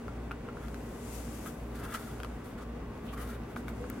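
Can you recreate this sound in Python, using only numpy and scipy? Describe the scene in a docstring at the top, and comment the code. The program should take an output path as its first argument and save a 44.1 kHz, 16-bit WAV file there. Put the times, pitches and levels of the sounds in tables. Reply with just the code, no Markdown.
"""Leather is stitched by hand at a workbench, close by, in a small quiet room.
Thread rasps through the hide as its fibres catch and let go. The stiff piece ticks as it flexes,
skin slides over it with a soft hiss, a brush and a faint squeak, and the needle clicks once.
Behind it are a thin electrical whine and two fan motors that turn at nearly the same speed,
so that their hum slowly swells and fades."""
import sys
import numpy as np
from scipy import signal
from scipy.io import wavfile
from scipy.ndimage import uniform_filter1d

SR = 44100
rng = np.random.default_rng(int(sys.argv[2]) if len(sys.argv) > 2 else 0)


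def master(y):
    """Save y as 16-bit WAV."""
    cut = np.clip(np.atleast_2d(y).T, -1, 1)
    pcm = np.round(cut * 32767)  # scale
    wavfile.write(sys.argv[1], SR, pcm.astype(np.int16))


N = 176400
TIME = np.arange(N) / SR
LEATHER_PAN_DB, RASP_PAN_DB = 1.5, 3  # how much louder the left side is

# How the fans and the dull rubbing spread between the ears.
# Each row: frequency in Hz, how alike the sides are (1 is the same), left minus right in dB.
AIR_STEREO = [(60, 1, 0), (125, .994, -.3), (250, .98, .7), (330, .85, 1.5), (500, .35, 2.7),
              (1000, .78, 1.3), (2000, .3, -.6), (4000, .05, .8), (12000, .05, 1)]


def from_db(db):
    """Turn decibels into a number to multiply by."""
    return 10 ** (np.asarray(db) / 20)


def rms_one(x):
    """Scale a sound so that its average strength (rms) is 1."""
    return x / np.sqrt(np.mean(x ** 2) + 1e-20)


def at_hz(points, hz, column=1):
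    """Read a table at any frequency, blending between its rows."""
    table = np.array(points)
    return np.interp(np.log(hz), np.log(table[:, 0]), table[:, column])


def in_time(rows):
    """Join rows that begin with a time into one curve for each other column."""
    seconds, *columns = np.transpose(rows)
    return [np.interp(TIME, seconds, column) for column in columns]


def pan(db):
    """Left and right gains that make the left side louder by db."""
    return rms_one(from_db(np.array([[db], [-db]]) / 2))


def filtered(x, kind, hz, order=2):
    """Let through the lows, the highs or a band in between."""
    return signal.sosfilt(signal.butter(order, hz, kind, fs=SR, output="sos"), x)


def brighten(x, db, split_hz=9700):
    """Turn the treble up or down by an amount that may change over time."""
    return filtered(x, "low", split_hz, order=3) + from_db(db) * filtered(x, "high", split_hz, order=3)


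def wobble(samples):
    """A random curve: the more samples it is smoothed over, the slower it moves."""
    return rms_one(uniform_filter1d(rng.standard_normal(N), size=samples))


def ring(x, hz, fade_s):
    """Each push in x starts a tone that dies away by 60 dB in fade_s seconds."""
    decay, angle = from_db(-60 / (fade_s * SR)), 2 * np.pi * hz / SR
    return signal.lfilter([np.sin(angle)], [1, -2 * decay * np.cos(angle), decay * decay], x + 1e-18)


def noise(colour, stereo):
    """Stereo noise built from narrow bands, each with its own level, width and balance."""
    edges = np.geomspace(22, 17000, 27)
    out, white = 0, rng.standard_normal((2, 2, N + SR // 4))
    for k, (low, high) in enumerate(zip(edges, edges[1:])):
        mid, side = filtered(white[k % 2], "band", [low, high])[:, -N:]
        hz = np.sqrt(low * high)
        alike = np.clip(at_hz(stereo, hz), -1, 1)
        pair = np.sqrt(1 + alike) * mid + np.sqrt(1 - alike) * side * np.array([[1], [-1]])
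        out = out + from_db(at_hz(colour, hz)) * pan(at_hz(stereo, hz, column=2)) * pair
    return rms_one(out)


def whine(hz=15734, db=-86):
    """A faint, steady electrical tone at the top of hearing."""
    return np.sqrt(2) * from_db(db) * np.sin(2 * np.pi * hz * TIME)


def motor_hum(in_step_s=.21):
    """Two motors drift in and out of step, so their hum throbs over a steady mains buzz."""
    # The motors. Each row: turns per second, level in dB.
    motors = [(57.0, -49), (58.97, -47)]
    # Their tones. Each row: multiple of the turning speed, dB added for the slower motor, for the faster.
    harmonics = [(1, -1, 0), (2, -10.5, -16.5), (4, -7.5, -8), (7, -38, -11)]
    # The mains buzz. Each row: frequency in Hz, level in dB.
    mains = [(239.8, -63.5), (479.6, -65.5)]
    hum = 0
    for k, (hz, db) in enumerate(motors):
        angle = 2 * np.pi * hz * (TIME - in_step_s)
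        for multiple, *added_db in harmonics:
            phase = rng.uniform(0, 2 * np.pi) * (multiple > 1)
            hum = hum + from_db(db + added_db[k]) * np.cos(multiple * angle + phase)
    buzz = sum(from_db(db) * np.sin(2 * np.pi * hz * TIME) for hz, db in mains)
    return np.sqrt(2) * (hum + buzz)


def fans(air_db=-44, flicker_db=.58, left_lag_s=.00005):
    """The fans hum, stir up drones and push air; their sound reaches the left side a little later."""
    # Resonances stirred by the fans. Each row: frequency in Hz, width in Hz, level in dB.
    resonances = [(116, 14, -78), (236, 25.4, -51), (295.5, 14.5, -58.5), (409.1, 13, -59.5),
                  (469.5, 5.3, -60), (557, 11.4, -64.5), (1075, 6.8, -65.5), (1164, 4.4, -67),
                  (1357, 23, -76.5), (1498, 40, -68), (1955, 32, -71)]
    # The tone of the rushing air. Each row: frequency in Hz, relative level in dB.
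    air_colour = [(25, -51), (45, 4), (70, -6.5), (110, 0), (165, -4.5), (230, -4.5), (340, -7.5),
                  (480, -10), (700, -13), (1100, -18), (1600, -23), (2400, -26.5), (4000, -37.5),
                  (7000, -41.5), (12000, -46.5), (16000, -49)]
    hum, drones = motor_hum(), 0
    for hz, width, db in resonances:
        stir = rng.standard_normal(N) + .12 * rng.standard_normal((2, N))
        drone = rms_one(signal.lfilter(*signal.iirpeak(hz, hz / width, SR), stir))
        drones = drones + from_db(db) * pan(at_hz(AIR_STEREO, hz, column=2)) * drone
    air = from_db(air_db + flicker_db * wobble(2500)) * noise(air_colour, AIR_STEREO)
    left, right = hum + drones + air
    return np.array([np.interp(TIME - left_lag_s, TIME, left), right])


def room(x, fade_s=.082, db=-7):
    """The small room answers with a short blur of echoes, different on each side."""
    t = TIME[:SR // 2]
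    tail = rng.standard_normal((2, len(t))) * from_db(-60 * t / fade_s) * (t > .003)
    tail = tail / np.sqrt(np.sum(tail ** 2, axis=1, keepdims=True))
    return from_db(db) * signal.fftconvolve(x, tail, axes=1)[:, :N]


def friction(colour, pan_db, grain):
    """Fibres catch and let go, making a hiss that is uneven from one millisecond to the next."""
    catches = np.exp(grain * wobble(50))
    return rms_one(noise(colour, [(1, .02, pan_db)]) * catches)


def hands():
    """Skin hisses over the hide and rubs dully as the piece is turned."""
    # The sliding skin. Each row: time in seconds, level in dB, treble lift on top of that in dB.
    slide = [(0, -65, -10), (.5, -70.5, -6), (.62, -61.5, -7), (.92, -58.5, -2), (1.03, -53.5, -7),
             (1.15, -47.5, -3), (1.28, -52.5, -5.5), (1.35, -51, -3), (1.41, -52.5, -3), (1.48, -50, -2),
             (1.56, -61.5, -0.5), (1.7, -66, 0), (2.02, -58.5, -4), (2.2, -60.5, -15), (2.4, -66.5, -4),
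             (2.8, -76, 1), (3.1, -67.5, 1), (3.4, -73.5, 4), (3.72, -66, -6), (3.79, -61, -9),
             (4, -61.5, -13)]
    # The tone of its hiss. Each row: frequency in Hz, relative level in dB.
    slide_colour = [(1000, -2.5), (2500, -1.5), (4300, -5.5), (6500, 0), (8800, 0), (12000, 0.5),
                    (16000, -5.5)]
    # The dull rubbing. Each row: time in seconds, level in dB.
    rub = [(0, -77), (3.4, -77), (3.58, -44), (3.8, -50), (4, -41.5)]
    # The tone of the rubbing. Each row: frequency in Hz, relative level in dB.
    rub_colour = [(60, -30), (150, -4), (270, 13.5), (370, 0), (490, -3), (700, -24), (1500, -13.5),
                  (4000, -37)]
    slide_db, treble_db = in_time(slide)
    rub_db, = in_time(rub)
    hiss = brighten(friction(slide_colour, pan_db=6, grain=.13), treble_db)
    return from_db(slide_db) * hiss + from_db(rub_db) * noise(rub_colour, AIR_STEREO)


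def scuff(peak_s=3.096, half_length_s=.026, db=-55.5, band_hz=(2500, 3600)):
    """A fingertip shifts its hold with a short, papery brush."""
    brush = rms_one(filtered(rng.standard_normal((2, N)), "band", band_hz))
    swell = np.exp(-((TIME - peak_s) / half_length_s) ** 2)
    return from_db(db) * swell * brush


def squeak(peak_s=3.835, half_length_s=.037, hz=490.6, db=-44):
    """A fingertip slips on the hide in quick, regular steps, making a faint, wavering tone."""
    cycles = np.cumsum(hz * (1 + .0053 * wobble(900))) / SR
    swell = np.exp(-((TIME - peak_s) / half_length_s) ** 2)
    return from_db(db) * swell * np.sin(2 * np.pi * cycles) * pan(LEATHER_PAN_DB)


def needle(start_s=3.9005, tap_db=-25.5):
    """The steel needle rings so briefly that it makes one thin click."""
    # The needle's tones. Each row: frequency in Hz, dB added to the tap, fade time in seconds.
    tones = [(1980, -10, 0.0052), (7200, -16, 0.0011), (10500, -11, 0.0012), (12700, -4, .0024),
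             (14600, -6, .003)]
    tap = np.zeros(N)
    tap[int(start_s * SR)] = from_db(tap_db)
    return pan(db=10) * sum(from_db(db) * ring(tap, hz, fade_s) for hz, db, fade_s in tones)


def leather(push, pitch, rubbed, low_hz=760):
    """The stiff piece rings at its own tones when flexed or rubbed, a little differently on each side."""
    # Its tones. Each row: frequency in Hz, gain in dB when flexed, when rubbed, fade time in seconds.
    tones = [(940, -17.5, -25, 0.026), (1264, -17.5, 1.5, 0.027), (1366, -8.5, -.5, 0.026),
             (1545, -5, -11.5, 0.03), (2200, -37, -6, 0.013), (2650, -16.5, -11, 0.021),
             (3200, -18, -9.5, 0.013), (3330, -21, -12, 0.032), (4200, -35, -33, 0.01)]
    out, samples = 0, np.arange(len(push))
    push = filtered(push, "high", low_hz)  # so small a piece gives off little bass
    for k, (hz, flexed_db, rubbed_db, fade_s) in enumerate(tones):
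        tone = from_db(rubbed_db if rubbed else flexed_db) * ring(push, pitch * hz, fade_s)
        lag_samples = .27 * k * (-1) ** k
        right = np.interp(samples - lag_samples, samples, tone)
        direction = (-1) ** (k // 4)  # flips after every four tones
        out = out + direction * np.array([tone, right])
    return out * pan(LEATHER_PAN_DB)


def ticks(snap_s=.0016, knock_fade_s=.012):
    """Flexing leather snaps, knocks as it gives, and rings from a push: the longer the push, the duller."""
    # The ticks. Each row: start in seconds, push in dB, snap in dB, push length in seconds,
    # pitch multiplier set by the grip, knock in dB, knock frequency in Hz.
    flexes = [(0.081, -29, -52, .00058, 0.87, -50, 2650), (0.3107, -27.5, -60, 0.00026, 0.91, -38, 2600),
              (.315, -27, -50, 0.0005, 0.93, -40, 2690), (0.3171, -28, -53, 0.00082, 0.98, -43, 2660),
              (0.487, -30, -56, .0005, .88, -51, 2700), (.570, -29.5, -56, 0.00067, 0.93, -66, 2700),
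              (0.683, -38, -46, 0.00067, 0.94, -60, 4430), (0.744, -33, -45, .0005, 0.96, -53, 2800),
              (1.460, -30.5, -47, 0.00052, 0.94, -45, 3000), (1.947, -35, -49, 0.00041, 0.75, -35, 3070),
              (2.113, -45, -54, 0.00026, 1, -54, 3200), (2.2018, -33, -46.5, 0.00026, 0.94, -49, 3100),
              (2.233, -30, -41, 0.00034, 0.96, -39, 3260), (2.247, -29.5, -44, .00032, .8, -42, 3060),
              (2.977, -56, -55, .0003, 1, -66, 3000), (3.435, -60, -60, .0003, 1, -66, 3000),
              (3.562, -35, -47, 0.00034, 0.95, -36.5, 2250), (3.565, -21.5, -55, .00066, 0.94, -52.5, 3780),
              (3.682, -31.5, -45.5, 0.00028, .96, -34.5, 2180), (3.841, -30, -66, 0.00057, 0.96, -60, 2700),
              (3.903, -36.5, -48, .0003, 0.9, -58, 3000)]
    # The tone of the bright snap. Each row: frequency in Hz, relative level in dB.
    snap_colour = [(1000, -3), (3300, 5.5), (5500, 1.5), (8000, -7), (11500, 0), (16000, -12)]
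    rings, snaps = np.zeros((2, N)), np.zeros(N)
    for start_s, push_db, snap_db, push_s, pitch, knock_db, knock_hz in flexes:
        start = int(start_s * SR)
        span = slice(start, min(start + SR // 10, N))
        t = TIME[:span.stop - start]
        push = np.sin(np.pi * np.minimum(t / push_s, 1)) ** 2
        knock = from_db(knock_db) * ring(t == 0, knock_hz, knock_fade_s) * pan(LEATHER_PAN_DB)
        rings[:, span] += from_db(push_db) * leather(push / push.sum(), pitch, rubbed=False) + knock
        snaps[span] += from_db(snap_db) * np.exp(-t / snap_s)
    return rings + snaps * noise(snap_colour, [(1, .15, RASP_PAN_DB)])


def slips(per_s, spread_db):
    """Tiny slips click at random moments, a few stronger than the rest."""
    clicks = (rng.random(N) < per_s / SR) * rng.choice([-1, 1], N)
    return clicks * from_db(spread_db * np.minimum(rng.exponential(1, N), 4))


def thread(fibre_db=-8, fibre_band_hz=(3000, 14300)):
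    """Each pull of the thread swells and fades: fibres hiss and snap free, and slips shake the leather."""
    # The pulls. Each row: peak time, rise and fall in seconds, hiss in dB, leather ringing in dB,
    # treble lift on the hiss in dB, pitch multiplier set by the grip.
    pulls = [(.645, 0.034, 0.021, -64.5, -53.5, 2, 1.02), (1.47, 0.0084, 0.016, -57, -45.5, 12, 1.01),
             (1.752, .008, 0.055, -58, -54.5, 2, 1.15), (1.797, .0096, 0.012, -57.5, -56, 6, 1),
             (1.85, 0.025, 0.013, -54, -45, 5, 1.01), (1.93, 0.047, 0.027, -55, -46, 4.5, 1.04),
             (1.949, .012, .014, -43, -38.5, 1.5, 0.95), (2.0, .072, .17, -57, -54, 3.5, 1.05),
             (2.445, .006, .08, -62.5, -60, 5, 1), (2.584, 0.0054, .012, -58.5, -51.5, -1, 1.03),
             (2.618, 0.015, 0.027, -59.5, -53, -4, 1), (3.063, 0.018, .015, -63, -69, 5.5, 1.2),
             (3.14, 0.013, 0.0082, -54.5, -44.5, 4.5, 0.91), (3.178, .007, .012, -56, -48, 2, .97),
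             (3.218, 0.029, 0.035, -54, -46.5, 5.5, 0.91), (3.3, .05, 0.044, -56.5, -54, 3.5, 1.07),
             (3.348, 0.025, 0.02, -64, -52.5, 1, 1.13), (3.51, 0.023, 0.019, -66, -57, 5, 1.04),
             (3.572, 0.009, 0.031, -57.5, -65, .5, 1.6), (3.685, 0.0082, 0.022, -59, -50, 5, 1.08)]
    # The tone of the rasp. Each row: frequency in Hz, relative level in dB.
    rasp_colour = [(1000, -29.5), (3300, 2.5), (5000, -0.5), (8000, 0.5), (11500, -1), (16000, -8)]
    hiss_power, weighted_treble, body = 1e-18, 0, np.zeros((2, N))
    pushes = slips(per_s=6000, spread_db=1.5)
    for peak_s, rise_s, fall_s, hiss_db, body_db, treble_db, pitch in pulls:
        from_peak = np.abs(TIME - peak_s) / np.where(TIME < peak_s, rise_s, fall_s)
        swell = np.exp(-from_peak ** 1.35)  # a power of 1 is pointed, 2 is bell-shaped
        power = (swell * from_db(hiss_db)) ** 2
        hiss_power = hiss_power + power
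        weighted_treble = weighted_treble + power * treble_db  # louder pulls count for more
        span = swell > .001
        ringing = rms_one(leather(pushes[span], pitch, rubbed=True))
        body[:, span] += from_db(body_db) * swell[span] * ringing
    fibres = rms_one(filtered(slips(per_s=390, spread_db=3) + 1e-18, "band", fibre_band_hz))
    hiss = friction(rasp_colour, RASP_PAN_DB, grain=.22)
    rasp = rms_one(hiss + from_db(fibre_db) * fibres * pan(RASP_PAN_DB))
    return np.sqrt(hiss_power) * brighten(rasp, weighted_treble / hiss_power) + body


def scene():
    """The stitching with its echo, the needle and sliding skin without echo, and the fans and whine."""
    work = thread() + ticks() + squeak() + scuff()
    return work + room(work) + needle() + hands() + fans() + whine()


def record(dry):
    """Cut away the very highest treble steeply."""
    cutoff_hz = 15900
    return signal.sosfilt(signal.ellip(12, .1, 80, cutoff_hz, fs=SR, output="sos"), dry)


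dry = scene()
out = record(dry)
master(out)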